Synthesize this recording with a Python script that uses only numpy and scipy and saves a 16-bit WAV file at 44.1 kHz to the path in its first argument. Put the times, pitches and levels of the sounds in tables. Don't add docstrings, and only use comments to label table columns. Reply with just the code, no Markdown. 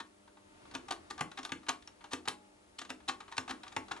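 import sys
import numpy as np
from scipy import signal
from scipy.fft import rfft, irfft
from scipy.io import wavfile

SR = 44100
rng = np.random.default_rng(int(sys.argv[2]) if len(sys.argv) > 2 else 0)


def unload_wav(signal):
    wavfile.write(
        sys.argv[1],
        SR,
        np.round(np.clip(np.atleast_2d(signal).T, -1, 1) * 32767).astype(np.int16),
    )


N = 176400
TIME_S = np.arange(N) / SR

HISS_SPECTRUM = [(15, -50), (25, -15), (87, -5), (165, -19), (187, -11.5), (296, -9), (362, -9),
                 (588, -20.5), (1060, -23.5), (1230, -21), (1630, -25), (2160, -25), (11000, -30),
                 (14300, -104), (22000, -120)]
HISS_SWELL = [(0, -5.5), (.35, -6), (.68, 3), (1.05, 1), (1.95, -3), (2.7, -4.5), (4, 3)]
HISS_WIDTH = [(40, -52), (200, -8.5), (700, 11), (3000, 3.5), (10000, -10)]  # freq_hz, side_gain_db
HUM_PARTIALS = [(199.5, -75), (300, -74), (399, -80.5), (500, -88), (599, -76.5), (700, -86), (899, -80.5)]
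ROOM_DECAY = [(90, 0.24, -12), (300, 0.32, 1), (830, 0.2, -7.5), (1980, 0.23, -9), (4600, 0.18, -9.5),
              (10100, 0.19, -6.5)]
BOARD_MODES = [(79, -18, 0.42), (167, -24, 0.21), (235.7, -5, 0.13), (268.6, -1, 0.071), (320, -11, 0.21),
               (350, -5, 0.082), (460.3, -15.5, 0.16)]
HOUSING_RESONANCES = [(700, 23, 6.5), (861, 105, 7), (1101, 16.5, 9), (1200, 54, 8), (1463, 100, 3.5),
                      (1644, 200, 3), (2548, 30, 5), (3860, 50, 3), (4590, 43, -8.5), (5150, 70, -15),
                      (6600, 91, 4.5)]
PINGS = [(1.451, 3620, -31.5, 0.016), (1.685, 4080, -37, 0.022), (1.692, 6400, -23.5, 0.014),
         (1.875, 5570, -39.5, 0.02), (2.283, 837, -57, 1.1), (2.785, 4330, -41, 0.021),
         (3.084, 3790, -25.5, 0.013), (3.382, 2690, -24, 0.016), (3.382, 4270, -23.5, 0.011),
         (3.633, 3240, -45.5, 0.043), (3.765, 3600, -27.5, 0.015), (3.912, 1653, -38, 0.066)]
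SCRAPES = [(0.737, 0.012, -51), (0.907, 0.0072, -39.5), (1.1, 0.011, -46), (1.438, 0.027, -54),
           (2.109, 0.027, -47.5), (2.798, 0.026, -63), (2.892, 0.0077, -50), (3.078, 0.0072, -45),
           (3.314, .006, -55), (3.36, 0.009, -66), (3.485, 0.023, -48)]
CRACKS = [(.909, -37), (.922, -35.5), (1.109, -42), (1.208, -34), (1.4505, -36), (1.691, -26.5),
          (2.132, -34.5), (2.2835, -24), (3.38, -33), (3.509, -37.5)]

# start_s, knock_db, snap_db, board_db
THUDS = [(0.75, -33, -33, -47), (1.208, -25.5, -30.5, -47), (1.519, -30.5, -31.5, -48.5),
         (2.133, -30.5, -27.5, -45.5), (2.902, -32, -35.5, -49), (3.379, -28, -28, -49.5),
         (3.764, -27, -31, -46.5)]
CLACKS = [(0.0, -32.5, -37.5, -50.5), (0.907, -30, -27, -44), (0.92, -34, -36.5, -46.5),
          (1.106, -37, -35, -46), (1.373, -32, -37.5, -66), (1.386, -35, -35, -44), (1.684, -29, -25, -44),
          (1.69, -23.5, -27.5, -46), (2.275, -26, -27.5, -50), (2.283, -34, -30, -45.5),
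          (2.786, -42, -27.5, -56.5), (2.814, -39, -33, -48.5), (3.085, -30, -22, -40),
          (3.09, -27, -26.5, -60), (3.477, -36.5, -40, -64), (3.492, -33.5, -42, -45),
          (3.508, -31, -37, -44), (3.91, -32, -41, -56), (3.914, -29.5, -30.5, -47)]
# start_s, knock_db, snap_db
TICKS = [(0.276, -50, -61), (0.369, -50, -73), (0.652, -52, -61), (0.711, -45, -42), (0.883, -37.5, -34),
         (1.178, -37, -36.5), (1.191, -37, -38), (1.315, -42.5, -37.5), (1.43, -45, -33),
         (1.45, -32.5, -45), (1.491, -40, -42), (1.63, -49, -57), (1.664, -40.5, -46), (1.823, -57, -45.5),
         (1.874, -44, -36.5), (2.007, -45, -69), (2.04, -38, -41.5), (2.254, -42, -39), (2.849, -44.5, -38),
         (3.001, -50, -63), (3.203, -36, -40), (3.279, -42.5, -49), (3.322, -34.5, -38.5),
         (3.367, -41, -30), (3.633, -37, -37.5), (3.664, -41.5, -67), (3.679, -53, -37),
         (3.718, -40.5, -61), (3.724, -56, -40), (3.882, -44.5, -42.5), (3.963, -39, -43),
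         (3.972, -47, -41)]

# gain_db, rise_s, chatter_s, t60_s
CRACK_ENVELOPE = (0, .0001, .0006, .012)
THUD_ENVELOPES = [(-5, 0.0014, 0.0033, 0.043), (-1, 0.00051, 0.00067, 0.021)]
CLACK_ENVELOPES = [(-8, 0.0014, 0.0053, 0.045), (-5.5, 0.0041, 0.0022, 0.035)]
TICK_ENVELOPES = [(-9, 0.0017, 0.0016, 0.072), (-6, 0.002, 0.0011, 0.023)]

# freq_hz, gain_db
SCRAPE_SPECTRUM = [(300, -9.5), (800, 2), (1400, -7), (4200, -3), (11000, -19.5)]
CRACK_SPECTRUM = [(400, -11.5), (1500, 1.5), (4000, 7.5), (8000, -1), (11000, -6)]
THUD_SPECTRUM = [(50, -42.5), (100, -4), (170, -1), (400, -3), (590, -4.5), (800, 1), (1250, -2),
                 (2600, -0.5), (4000, -19.5), (9000, -22)]
KNOCK_SPECTRUM = [(100, -15.5), (230, -13.5), (400, -8.5), (590, -20), (760, -1.5), (1250, -4.5),
                  (1800, -6), (2600, -10), (4000, -11.5), (9000, -33)]
SNAP_SPECTRUM = [(500, -25.5), (1500, -0.5), (2600, 0.5), (3700, 4.5), (5000, -1), (6500, -3), (8500, -8.5),
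                 (11000, -18)]

LEFT_MIC_LEAD = [(40, 0.55), (300, 0.5), (700, 1.21), (1400, 1.0558), (5600, 1.08), (10000, 1.29)]  # freq_hz, lead_rad
LEFT_MIC_EXCESS = [(120, 0), (300, 0.7), (700, 1.5), (1400, 2.5), (2800, 2.5), (6000, 2)]  # freq_hz, left_over_right_db


def from_db(db):
    return 10 ** (np.asarray(db) / 20)


def unit_rms(x):
    return x / np.sqrt(np.mean(x ** 2) + 1e-20)


def at_hz(points, hz, column=1):
    table = np.array(points)
    return np.interp(np.log(np.maximum(hz, 1)), np.log(table[:, 0]), table[:, column])


def colour(x, spectrum):
    gain = unit_rms(from_db(at_hz(spectrum, np.fft.rfftfreq(2 * N, 1 / SR))))
    cepstrum = irfft(np.log(gain))
    cepstrum[1:N] *= 2
    cepstrum[N + 1:] = 0
    return irfft(rfft(x, 2 * N) * np.exp(rfft(cepstrum)))[..., :N]


def butter(x, hz, kind, order):
    return signal.sosfilt(signal.butter(order, hz, kind, fs=SR, output="sos"), x + 1e-18)


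def add(track, start_s, sound):
    start = max(int(start_s * SR), 0)
    track[start:start + len(sound)] += sound[:N - start]


def stereo(mid, side):
    return np.array([mid + side, mid - side])


def hiss(level_db=-64, swell_below_hz=7500):
    mid, side = colour(rng.standard_normal((2, N)), HISS_SPECTRUM)
    width = from_db(at_hz(HISS_WIDTH, np.fft.rfftfreq(N, 1 / SR)))
    noise = stereo(mid, irfft(rfft(side) * width)) * from_db(level_db)
    swell = from_db(np.interp(TIME_S, *np.transpose(HISS_SWELL)))
    return noise + (swell - 1) * butter(noise, swell_below_hz, "low", order=1)


def transformer(gain_db=1.5, waver_db=2.5):
    hum = 0
    for pitch_hz, level_db in HUM_PARTIALS:
        waver = signal.resample(rng.standard_normal(32), N)
        tone = np.sqrt(2) * np.sin(2 * np.pi * (pitch_hz * TIME_S + rng.random()))
        hum += from_db(gain_db + level_db + waver_db * waver) * tone
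    return hum


def room(x, build_s=0.0044, side_db=-13.5):
    t, response = TIME_S[:SR * 3 // 4], 0
    onset = 1 - np.exp(-(t / build_s) ** 2)
    edges_hz = np.geomspace(45, 13000, 13)
    for low_hz, high_hz in zip(edges_hz, edges_hz[1:]):
        centre_hz = np.sqrt(low_hz * high_hz)
        noise = butter(rng.standard_normal((2, len(t))), [low_hz, high_hz], "band", order=2)
        tail = noise * from_db(-60 * t / at_hz(ROOM_DECAY, centre_hz)) * onset
        tail /= np.sqrt(np.sum(tail ** 2, axis=1, keepdims=True))
        band_share = 2 * (high_hz - low_hz) / SR
        response += tail * np.sqrt(band_share) * from_db(at_hz(ROOM_DECAY, centre_hz, column=2))
    mid, side = signal.fftconvolve(x[None], response, axes=1)[:, :N]
    return stereo(mid, from_db(side_db) * side)


def baseboard(blows, gain_db, low_cut_hz, uneven_db=1.15, detune_ratio=0.043):
    out, t = np.zeros(N), TIME_S[:SR // 2]
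    for k, (mode_hz, mode_db, t60_s) in enumerate(BOARD_MODES):
        decay = (-1) ** k * from_db(mode_db - 60 * t / t60_s)
        for start_s, _, _, board_db in blows:
            strength, detune = rng.standard_normal(2)
            tone = np.sin(2 * np.pi * mode_hz * (1 + detune_ratio * detune) * t)
            add(out, start_s, from_db(board_db + uneven_db * strength) * decay * tone)
    return from_db(gain_db) * butter(out, low_cut_hz, "high", order=3)


def springs():
    out, t = np.zeros(N), TIME_S[:SR]
    for start_s, pitch_hz, level_db, t60_s in PINGS:
        add(out, start_s, np.sin(2 * np.pi * pitch_hz * t) * from_db(level_db - 60 * t / t60_s))
    return out


def scrapes(rough_db=3):
    out = np.zeros(N)
    for start_s, length_s, level_db in SCRAPES:
        grit, roughness = rng.standard_normal((2, SR // 10))[:, :int(length_s * SR)]
        ramp = np.sqrt(np.linspace(0, 2, len(grit)))
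        add(out, start_s, from_db(level_db + rough_db * roughness) * grit * ramp)
    return colour(out, SCRAPE_SPECTRUM)


def impacts(hits, gain_db, rise_s, chatter_s, t60_s):
    out, t = np.zeros(N), TIME_S[:SR // 6]
    envelope = (1 - np.exp(-t / rise_s)) * from_db(-60 * np.maximum(t - chatter_s, 0) / t60_s)
    envelope_rms = np.sqrt(np.mean(envelope ** 2))
    for start_s, level_db in hits:
        burst = unit_rms(envelope * rng.standard_normal(len(t))) * envelope_rms
        add(out, start_s, from_db(level_db + gain_db) * burst)
    return out


def cracks():
    return colour(impacts(CRACKS, *CRACK_ENVELOPE), CRACK_SPECTRUM)


def contacts(hits, knock_spectrum, envelopes):
    knock = impacts([(start_s, knock_db) for start_s, knock_db, *_ in hits], *envelopes[0])
    snap = impacts([(start_s, snap_db) for start_s, _, snap_db, *_ in hits], *envelopes[1])
    return colour(knock, knock_spectrum) + colour(snap, SNAP_SPECTRUM)


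def relays():
    thuds = contacts(THUDS, THUD_SPECTRUM, THUD_ENVELOPES)
    clacks = contacts(CLACKS, KNOCK_SPECTRUM, CLACK_ENVELOPES)
    ticks = contacts(TICKS, KNOCK_SPECTRUM, TICK_ENVELOPES)
    out = thuds + clacks + ticks + scrapes() + cracks()
    for centre_hz, width_hz, gain_db in HOUSING_RESONANCES:
        band = signal.lfilter(*signal.iirpeak(centre_hz, centre_hz / width_hz, fs=SR), out)
        out += (from_db(gain_db) - 1) * band
    return out


def scene(side_db=-26, ping_send_db=-10):
    shake = baseboard(THUDS, gain_db=7.5, low_cut_hz=56) + baseboard(CLACKS, gain_db=2, low_cut_hz=218)
    gear = relays() + shake
    pings = springs()
    side = from_db(side_db) * butter(relays(), 4300, "high", order=1)
    reverb = room(gear + from_db(ping_send_db) * pings)
    return stereo(gear + pings, side) + reverb + hiss() + transformer()


def record(dry, cutoff_hz=11300):
    hz = np.fft.rfftfreq(2 * N, 1 / SR)
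    left_gain = from_db(at_hz(LEFT_MIC_EXCESS, hz) / 2) * np.exp(.5j * at_hz(LEFT_MIC_LEAD, hz))
    pair = irfft(rfft(dry, 2 * N) * np.array([left_gain, 1 / left_gain]))[:, :N]
    return signal.sosfilt(signal.ellip(12, .2, 70, cutoff_hz, fs=SR, output="sos"), pair)


dry = scene()
out = record(dry)
unload_wav(out)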